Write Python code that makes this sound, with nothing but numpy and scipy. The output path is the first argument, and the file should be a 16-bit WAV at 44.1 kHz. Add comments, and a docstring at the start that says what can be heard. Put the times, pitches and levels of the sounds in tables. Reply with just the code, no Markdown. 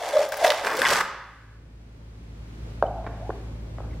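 """Dice in a swung cup

Dice, modelled as friction bursts and clicks, grind and clack round a plastic cup swung from side to side;
its air column, a stirred resonance and short sine swells, hoots at each turn.
The cup comes down on floor tiles, scrapes along and stops; decaying noise makes the hard room ring on.
A low hum, rumble and hiss come up, with a few dull knocks (pulses), a hollow tone, scuffing taps (noise)
and faint squeaks (jittered sines)."""
import sys
import numpy as np
from scipy import signal
from scipy.fft import rfft, irfft, next_fast_len
from scipy.io import wavfile
from scipy.ndimage import map_coordinates

SR = 44100
rng = np.random.default_rng(int(sys.argv[2]) if len(sys.argv) > 2 else 0)


def pcm_store(signal):
    """Save signal as 16-bit PCM."""
    levels = np.round(np.clip(np.atleast_2d(signal), -1, 1) * 32767)
    wavfile.write(sys.argv[1], SR, levels.astype(np.int16).T)


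N = 176400

# Contact with the tiles, and fade at its end
SCRAPE_START_S, SCRAPE_STOP_S, RELEASE_S = 0.635, 1.009, 0.016

# Resonances of the plastic wall: centre_hz, width_hz, level_db
CUP_MODES = [(860, 140, -8), (1028, 27, -8.5), (1540, 19, -4), (1595, 45, 11.5), (1603, 120, 4),
             (1890, 10, 7), (2070, 190, -1.5), (2473, 72, 0), (2631, 20, -6.5), (2976, 28, -2.5),
             (3440, 38, -3.5), (5060, 110, -6.5)]
# Dice sliding on the wall: time_s, level_db
SLIDE = [(0.0, -37), (0.238, -34), (0.314, -50.5), (0.322, -33), (0.362, -40.5), (0.372, -34.5),
         (0.384, -37), (0.438, -31.5), (0.446, -21), (0.496, -33), (0.502, -35.5), (0.534, -33),
         (0.63, -41.5)]
# Colour of the sliding: freq_hz, level_db
SLIDE_COLOUR = [(120, -74.5), (200, -51), (283, -20.5), (378, -15.5), (564, 1), (677, -18.5), (742, 1),
                (1190, -9.5), (1620, -14.5), (2750, -17), (3360, -17.5), (3900, -18.5), (5100, -17.5),
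                (12000, -30.5), (15500, -40)]
# Air column stirred by the dice: time_s, level_db, pitch_hz
AIR_COLUMN = [(0, -30, 658.3), (.06, -34, 676.3), (.115, -36.5, 626.8), (.17, -34, 591.5),
              (.24, -29.5, 603.3), (.31, -41, 620), (.39, -41, 650), (.45, -23, 670.8), (.53, -54, 609),
              (.62, -36.5, 613), (.66, -34.5, 498.8), (.73, -50.5, 471.3), (.795, -29.5, 527),
              (.84, -50, 571), (.9, -40.5, 561)]
# Hollow bumps: dice against the wall at the turns, then two more during the scrape: start_s, level_db,
# air_pitch_hz, length_s
BUMPS = [(0.134, -17, 590, 0.016), (0.15, -17, 553, 0.014), (.160, -9, 601, 0.026),
         (0.19, -9.5, 591, 0.013), (0.211, -19, 630, 0.011), (0.415, -23, 688, 0.015),
         (0.428, -16, 656, 0.011), (0.4433, -5, 656, 0.011), (.456, -11, 713, 0.0095),
         (0.472, -16.5, 617, 0.013), (0.491, -15.5, 604, 0.014), (.509, -18.5, 556, 0.012),
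         (.787, -21, 535, 0.026), (.911, -24, 565, .02)]


def swinging_cup(air_width_hz=75, bump_skew=0.75):
    """Dice grind round the wall and stir the air column; bumps sound as short hollow sine swells."""
    slide_db, = curves(SLIDE)
    air_db, air_hz = curves(AIR_COLUMN)
    rub = contacts(rate_hz=500, scatter_db=3, life_s=0.0008, smooth=0.45)
    wall = amp(-9.5) * unit(resonate(rub, CUP_MODES))
    grind = (unit(coloured(rub, SLIDE_COLOUR)) + wall) * amp(slide_db + 3.5)
    air = hoot(air_hz, air_width_hz, skirt_hz=155) * amp(air_db - 1.0)
    out = grind * gate(0, SCRAPE_START_S, 0.04) + air * gate(0, SCRAPE_STOP_S, RELEASE_S)
    for start_s, level_db, pitch_hz, length_s in BUMPS:
        t = np.arange(int(length_s * SR)) / SR
        swell = np.sin(np.pi * (t / length_s) ** bump_skew)  # skew below 1: rises faster than it dies
        add(out, start_s, amp(level_db) * swell * np.sin(2 * np.pi * pitch_hz * t))
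    return out


# Rim and dice over the tiles: time_s, body_db, treble_db, bass_db
SCRAPE = [(0.63, -35, -45.5, -52), (0.664, -26, -36, -31), (0.672, -19.5, -34, -31),
          (0.68, -23.5, -35, -44.5), (0.728, -25, -41.5, -35), (0.804, -32.5, -28, -46),
          (0.81, -19.5, -40.5, -27.5), (0.818, -30, -35.5, -34.5), (0.834, -19.5, -32.5, -37),
          (0.86, -21, -31.5, -52.5), (0.892, -20, -25, -37.5), (0.926, -20.5, -24, -30.5),
          (0.988, -19.5, -29, -54.5), (0.998, -26.5, -36.5, -37.5), (1.012, -11.5, -26.5, -35.5),
          (1.02, -22, -31.5, -43.5)]
# Colours of body, treble and bass: freq_hz, level_db
SCRAPE_BODY = [(150, -57), (400, -31), (620, -17.5), (830, 0), (1100, 3.5), (1300, -1), (1600, 0.5),
               (2000, -5.5), (3000, -20.5), (5000, -48)]
SCRAPE_GRIT = [(1530, -9.5), (2600, -0.5), (3860, -3.5), (4230, -4), (5330, -1), (6610, -7.5), (7910, -5.5),
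               (9190, -11.5), (14200, -17.5), (15500, -29)]
SCRAPE_BASS = [(60, -40), (130, -19.5), (250, -7.5), (450, -1), (650, -1.5), (1000, -31)]


def scraping_cup():
    """The rim chatters over the tile and rings the cup; finer grit crunches on top."""
    body_db, grit_db, bass_db = curves(SCRAPE)
    chatter = contacts(rate_hz=1000, scatter_db=2.5, life_s=0.0007, smooth=0.35)
    crunch = contacts(rate_hz=550, scatter_db=3.5, life_s=0.0004, smooth=0.33)
    wall = unit(coloured(resonate(chatter, CUP_MODES), [(150, -33.5), (700, -5.0)]))
    body = amp(-5) * unit(coloured(chatter, SCRAPE_BODY)) + amp(-14.0) * wall
    bass = amp(3.0) * unit(coloured(chatter, SCRAPE_BASS))
    grit = amp(-1) * unit(coloured(crunch, SCRAPE_GRIT))
    scrape = body * amp(body_db) + grit * amp(grit_db) + bass * amp(bass_db)
    return scrape * gate(SCRAPE_START_S, SCRAPE_STOP_S, RELEASE_S)


# Sharp contacts of dice and rim: start_s, click_db, cup_ring_db, tilt_db_per_octave
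CLACKS = [(0.055, -40.5, -32, 14), (0.07, -26.5, -36, -10), (.0892, -19, -35, 3.5),
          (0.1222, -28, -33.5, -5.5), (0.1689, -16.5, -44, -3), (.193, -20, -47, 7.5),
          (0.2318, -20.5, -32.5, -0.5), (.290, -23, -36, 12), (0.3222, -18.5, -20, 11),
          (.342, -21.5, -23, 5.5), (0.3707, -19.5, -30, 11), (0.375, -20, -28, 14.5),
          (0.4472, -11.5, -14, -2.5), (0.463, -17, -26, 6), (0.468, -9, -15.5, 1), (.479, -10.5, -27, 0),
          (0.5039, -2, -25.5, -0.5), (.520, -14, -20, -1), (0.5842, -25.5, -26.5, 0.5),
          (0.648, -20, -17.5, -0.5), (0.6701, -20.5, -14, 2.5), (0.704, -28.5, -23, -2.5),
          (.720, -33.5, -20, 7), (.769, -14.5, -43, 10), (0.818, -10, -7.5, 5), (.852, -28.5, -8, -5),
          (.858, -19.5, -9, 0.5), (0.867, -20, -9, -6.5), (.9105, -14.5, -16.5, 3.5),
          (0.926, -12.5, -19.5, -5.5), (0.932, -16.5, -15, -6), (0.957, -16, -13.5, -2.5),
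          (.983, -18.5, -21.5, -1), (1.009, -28, -17, -2)]
# Colour of a click before tilt: freq_hz, level_db
CLICK = [(60, -40.5), (200, -48), (1000, 9), (2500, 1), (4000, 3), (5400, 3.5), (7000, -8.5),
         (10000, -10.5), (15000, -15.5)]


def clacks(scatter_t60_s=0.03, scatter_db=-19, ring_t60_s=0.021, ring_scatter_db=3.5,
           tint_db=3, tilt_pivot_hz=2500):
    """Each hard contact clicks in its own colour, scatters inside the cup and rings the wall."""
    out, t = np.zeros((2, N)), np.arange(SR // 12) / SR
    for start_s, click_db, ring_db, tilt_db in CLACKS:
        colour = []
        for hz, db in CLICK:
            tilt = tilt_db * np.log2(hz / tilt_pivot_hz)
            colour.append((hz, db + tilt + tint_db * rng.standard_normal()))
        noise = spread(rng.standard_normal((2, len(t))), ALIKE)
        burst = amp(scatter_db - 60 * t / scatter_t60_s) * noise
        burst[:, 0] += 1  # direct click
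        tick = signal.fftconvolve(burst, pulse(colour)[None], axes=1)
        ring = np.zeros(len(t))
        for hz, _, db in CUP_MODES:
            gain = amp(db + rng.normal(0, ring_scatter_db))
            ring += gain * np.sin(2 * np.pi * (hz * t + rng.random()))
        ring *= amp(-60 * t / ring_t60_s)
        add(out, start_s, amp(click_db) * tick / np.abs(tick).max())
        add(out, start_s, amp(ring_db) * ring / np.abs(ring).max())
    return out


# Dull knocks: start_s, peak_db, scale_hz, room_send_db
KNOCKS = [(2.8254, -3, 763, -10.5), (3.2932, -17, 486, -0.5), (3.3027, -18.5, 706, -7.5),
          (3.3055, -20, 850, -4), (3.7846, -26.5, 792, 4.5), (3.8045, -27, 647, -1)]
# Colour of a knock: multiple_of_scale_hz, level_db
KNOCK = [(.1, -56), (.4, -7), (.8, 10.5), (1.3, 1), (2.1, -4.5), (2.6, -42.5), (3.6, -30), (6, -40.5),
         (12, -80.5), (20, -83)]


def knocks(room_db=-4):
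    """Short dull pulses that wake the room."""
    dry, send = np.zeros((2, N))
    for start_s, peak_db, scale_hz, send_db in KNOCKS:
        blow = -amp(peak_db) * pulse(KNOCK, scale_hz)
        add(dry, start_s, blow)
        add(send, start_s, amp(send_db) * blow)
    return dry + amp(room_db) * room(send[None])


# Hollow tone after the hardest knock: time_s, level_db, pitch_hz
LINGER = [(2.832, -19, 651), (2.856, -28.5, 672.4), (2.899, -33.5, 697), (2.972, -35.5, 705),
          (3.057, -42.5, 660), (3.181, -48, 730), (3.218, -41.5, 619), (3.269, -46.5, 779),
          (3.36, -58, 767)]


def lingering_tone():
    """A randomly stirred resonance wavers in pitch and dies away."""
    level_db, pitch_hz = curves(LINGER)
    tone = hoot(pitch_hz, width_hz=174, skirt_hz=129)
    return tone * amp(level_db) * gate(LINGER[0][0], LINGER[-1][0], 0.0028)


# Light scuffing taps: start_s, level_db, brightness_ratio, t60_s
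TAPS = [(3.043, -32, 0.95, 0.028), (3.0647, -22, .93, 0.036), (3.072, -28, 0.91, .025),
        (3.782, -33, 0.97, 0.022)]
# Colour of a tap at brightness 1: freq_hz, level_db
TAP = [(100, -8), (400, 6), (900, 8.5), (1400, -2.5), (2100, 3), (2700, -11), (4000, -21.5), (6000, -31),
       (14000, -67)]


def taps(room_db=-2):
    """Short decaying bursts of noise, roughened by a fast wobble, with their room answer."""
    out, t = np.zeros((2, N)), np.arange(SR // 6) / SR
    for start_s, level_db, brightness, t60_s in TAPS:
        noise = spread(rng.standard_normal((2, len(t))), ROOM_ALIKE)
        grit = amp(4 * wobble(rate_hz=700)[:len(t)]) * noise
        scuff = coloured(grit, [(hz * brightness, db) for hz, db in TAP])
        attack = 1 - np.exp(-t / 0.0012)
        add(out, start_s, unit(scuff) * amp(level_db - 60 * t / t60_s) * attack)
    return out + amp(room_db) * room(out)


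# Faint squeaks: start_s, level_db, pitch_hz, length_s
SQUEAKS = [(2.861, -45.5, 3000, 0.013), (3.905, -49.5, 2140, .012), (3.924, -50.5, 2055, 0.022)]


def squeaks():
    """Brief faint tones roughened by random phase steps."""
    out = np.zeros(N)
    for start_s, level_db, pitch_hz, length_s in SQUEAKS:
        n = int(length_s * SR)
        phase = np.cumsum(2 * np.pi * pitch_hz / SR + 0.095 * rng.standard_normal(n))
        add(out, start_s, amp(level_db) * np.hanning(n) * np.sin(phase))
    return out


# Levels over time: time_s, hum_db, hiss_db
BACKGROUND = [(0, -58.5, -84.5), (1, -54.5, -57.5), (1.65, -45, -65.5), (2.3, -40, -60), (2.7, -35, -54.5),
              (2.93, -34, -58), (3.35, -35, -55), (3.65, -35, -57.5), (4, -33, -56.5)]
# Partials of the hum: multiple, level_db
HUM = [(1, -3.5), (2, -8), (3, -22)]
# Colours of the noises: freq_hz, level_db
RUMBLE = [(20, -19), (44, -7), (65, 2), (85, -2.5), (115, -1), (165, -6), (230, -7.5), (330, -12.5),
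          (600, -17.5), (1000, -33), (2000, -59.5)]
HISS = [(470, -35.5), (800, 1), (1860, -3.5), (2160, -4), (4910, -11), (7640, -16.5), (13100, -25),
        (15000, -28)]
# Background: freq_hz, left_right_likeness
FLOOR_ALIKE = [(90, .9999), (250, 0.94), (600, 0.38), (1100, -0.1), (2300, -0.16), (9000, -0.42)]


def background(hum_hz=54.9):
    """Harmonic hum with uneven rumble, and hiss; all end louder than they start."""
    hum_db, hiss_db = curves(BACKGROUND)
    t = np.arange(N) / SR
    hum = np.zeros(N)
    for multiple, db in HUM:
        hum += amp(db) * np.sqrt(2) * np.sin(2 * np.pi * (multiple * hum_hz * t + rng.random()))
    rumble = unit(coloured(spread(rng.standard_normal((2, N)), FLOOR_ALIKE), RUMBLE))
    rumble = rumble * amp(1.2 * wobble(rate_hz=12))
    hiss = unit(coloured(spread(rng.standard_normal((2, N)), FLOOR_ALIKE), HISS))
    return amp(hum_db) * (hum + amp(-6) * rumble) + amp(hiss_db + 2.0) * hiss


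# Decay: freq_hz, t60_s
ROOM_T60 = [(200, 0.8), (800, 0.82), (1700, 1.097), (5500, 0.64), (9000, 0.34), (14000, 0.27)]
# Colour: freq_hz, level_db
ROOM_COLOUR = [(150, 0.5), (600, -4), (1200, -2.5), (2000, -6), (5000, -4.5), (14000, 1.5)]
# Room sound: freq_hz, left_right_likeness
ROOM_ALIKE = [(40, .999), (250, 0.97), (600, 1), (2300, 0.97), (4500, 0.7), (9000, .1)]


def room(x, delay_samples=180):
    """Diffuse answer of the tiled room: decaying noise whose treble dies first."""
    hz, t, z = signal.stft(rng.standard_normal((2, SR)), SR, nperseg=256)
    decay = amp(-60 * t / along(ROOM_T60, hz)[:, None])
    tail = signal.istft(z * decay, SR, nperseg=256)[1]
    tail = coloured(spread(tail / np.linalg.norm(tail[0]), ROOM_ALIKE), ROOM_COLOUR)
    tail = np.pad(tail, ((0, 0), (delay_samples, 0)))
    return signal.fftconvolve(x, tail, axes=1)[:, :N]


# Direct sound: freq_hz, left_right_likeness
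ALIKE = [(40, .999), (200, 0.97), (600, 1), (1200, 0.98), (2300, 0.87), (4500, 0.75), (9000, 0.34),
         (15000, 0.13)]


def contacts(rate_hz, scatter_db, life_s, smooth):
    """Stereo friction: tiny bursts at random moments over a smooth rub."""
    strength = amp(scatter_db * np.clip(rng.standard_normal(N), -2, 2)) ** 2
    hits = (rng.random(N) < rate_hz / SR) * strength
    power = signal.lfilter([1], [1, -np.exp(-1 / (life_s * SR))], hits)
    level = np.sqrt(power / power.mean() + smooth)
    return spread(rng.standard_normal((2, N)) * level, ALIKE)


def hoot(pitch_hz, width_hz, skirt_hz):
    """A randomly stirred resonance of rms 1 that follows a pitch curve."""
    lowpass = lambda hz: 1 / (1 + 2j * hz / width_hz) / (1 + 1j * hz / skirt_hz)
    stir = filtered(rng.standard_normal((2, N)), lowpass)
    carrier = np.exp(2j * np.pi * np.cumsum(pitch_hz) / SR)
    return unit(np.real((stir[0] + 1j * stir[1]) * carrier))


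def wobble(rate_hz):
    """A smooth random curve, rate_hz knots a second."""
    knots = rng.standard_normal(int(N * rate_hz / SR) + 4)
    return map_coordinates(knots, [np.arange(N) * rate_hz / SR])


def resonate(x, modes):
    """x through parallel resonances of alternating sign: centre_hz, width_hz, level_db."""
    def response(f):
        total = 0
        for k, (c, w, db) in enumerate(modes):
            total = total + (-1) ** k * amp(db) * 1j * f * w / (c * c - f * f + 1j * f * w)
        return total
    return filtered(x, response)


def pulse(spectrum, scale=1, size=4096):
    """A causal minimum-phase pulse of peak 1 with the given colour."""
    hz = np.fft.rfftfreq(size, 1 / SR)
    cepstrum = irfft(np.log(amp(along(spectrum, hz / scale))))
    cepstrum[1:size // 2] *= 2
    cepstrum[size // 2 + 1:] = 0
    p = irfft(np.exp(rfft(cepstrum)))
    return p / np.abs(p).max()


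def spread(pair, alike):
    """Two unrelated signals to left and right with the given likeness."""
    turn = lambda hz: np.arccos(np.clip(along(alike, hz), -1, 1)) / 2
    mid, side = filtered(pair, lambda hz: np.array([np.cos(turn(hz)), np.sin(turn(hz))]))
    return np.array([mid + side, mid - side])


def filtered(x, response):
    """x times a response of frequency."""
    n = x.shape[-1]
    m = next_fast_len(n + 8192)
    return irfft(rfft(x, m) * response(np.fft.rfftfreq(m, 1 / SR)), m)[..., :n]


def coloured(x, spectrum):
    """x through (freq_hz, level_db) points."""
    return filtered(x, lambda hz: amp(along(spectrum, hz)))


def along(points, hz):
    """Read (freq_hz, value) points on a log axis."""
    f, v = np.transpose(points)
    return np.interp(np.log(hz + 1e-3), np.log(f + 1e-3), v)


def curves(rows):
    """One value per sample for each column after the time."""
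    s, *cols = np.transpose(rows)
    return [np.interp(np.arange(N) / SR, s, c) for c in cols]


def gate(start_s, stop_s, fade_s):
    """One between start and stop, with fades outside."""
    t = np.arange(N) / SR
    return np.clip(1 + (t - start_s) / fade_s, 0, 1) * np.clip(1 + (stop_s - t) / fade_s, 0, 1)


def add(track, start_s, sound):
    """Mix a sound in at start_s."""
    i = max(round(start_s * SR), 0)
    track[..., i:i + sound.shape[-1]] += sound[..., :N - i]


def amp(db):
    """Decibels to gain."""
    return 10 ** (np.asarray(db) / 20)


def unit(x):
    """Scale to rms 1."""
    return x / np.sqrt(np.mean(x ** 2) + 1e-20)


# Place of the cup: time_s, left_minus_right_db
SWING = [(0.0, 1), (0.118, -0.5), (0.32, 1.5), (0.558, -2), (0.82, 1.0), (0.934, -1), (1.05, -0.5)]


def scene():
    """The cup in its room, with the knocks and the background."""
    pan_db, = curves(SWING)
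    cup = swinging_cup() + scraping_cup() + clacks()
    cup = cup * amp(np.array([pan_db, -pan_db]) / 2)
    nearby = knocks() + lingering_tone() + taps() + squeaks()
    return amp(-0.5) * cup + amp(-7.0) * room(cup) + nearby + background()


def record(dry, top_hz=15900):
    """Nothing is kept above the band limit."""
    return filtered(dry, lambda hz: hz < top_hz)


dry = scene()
out = record(dry)
pcm_store(out)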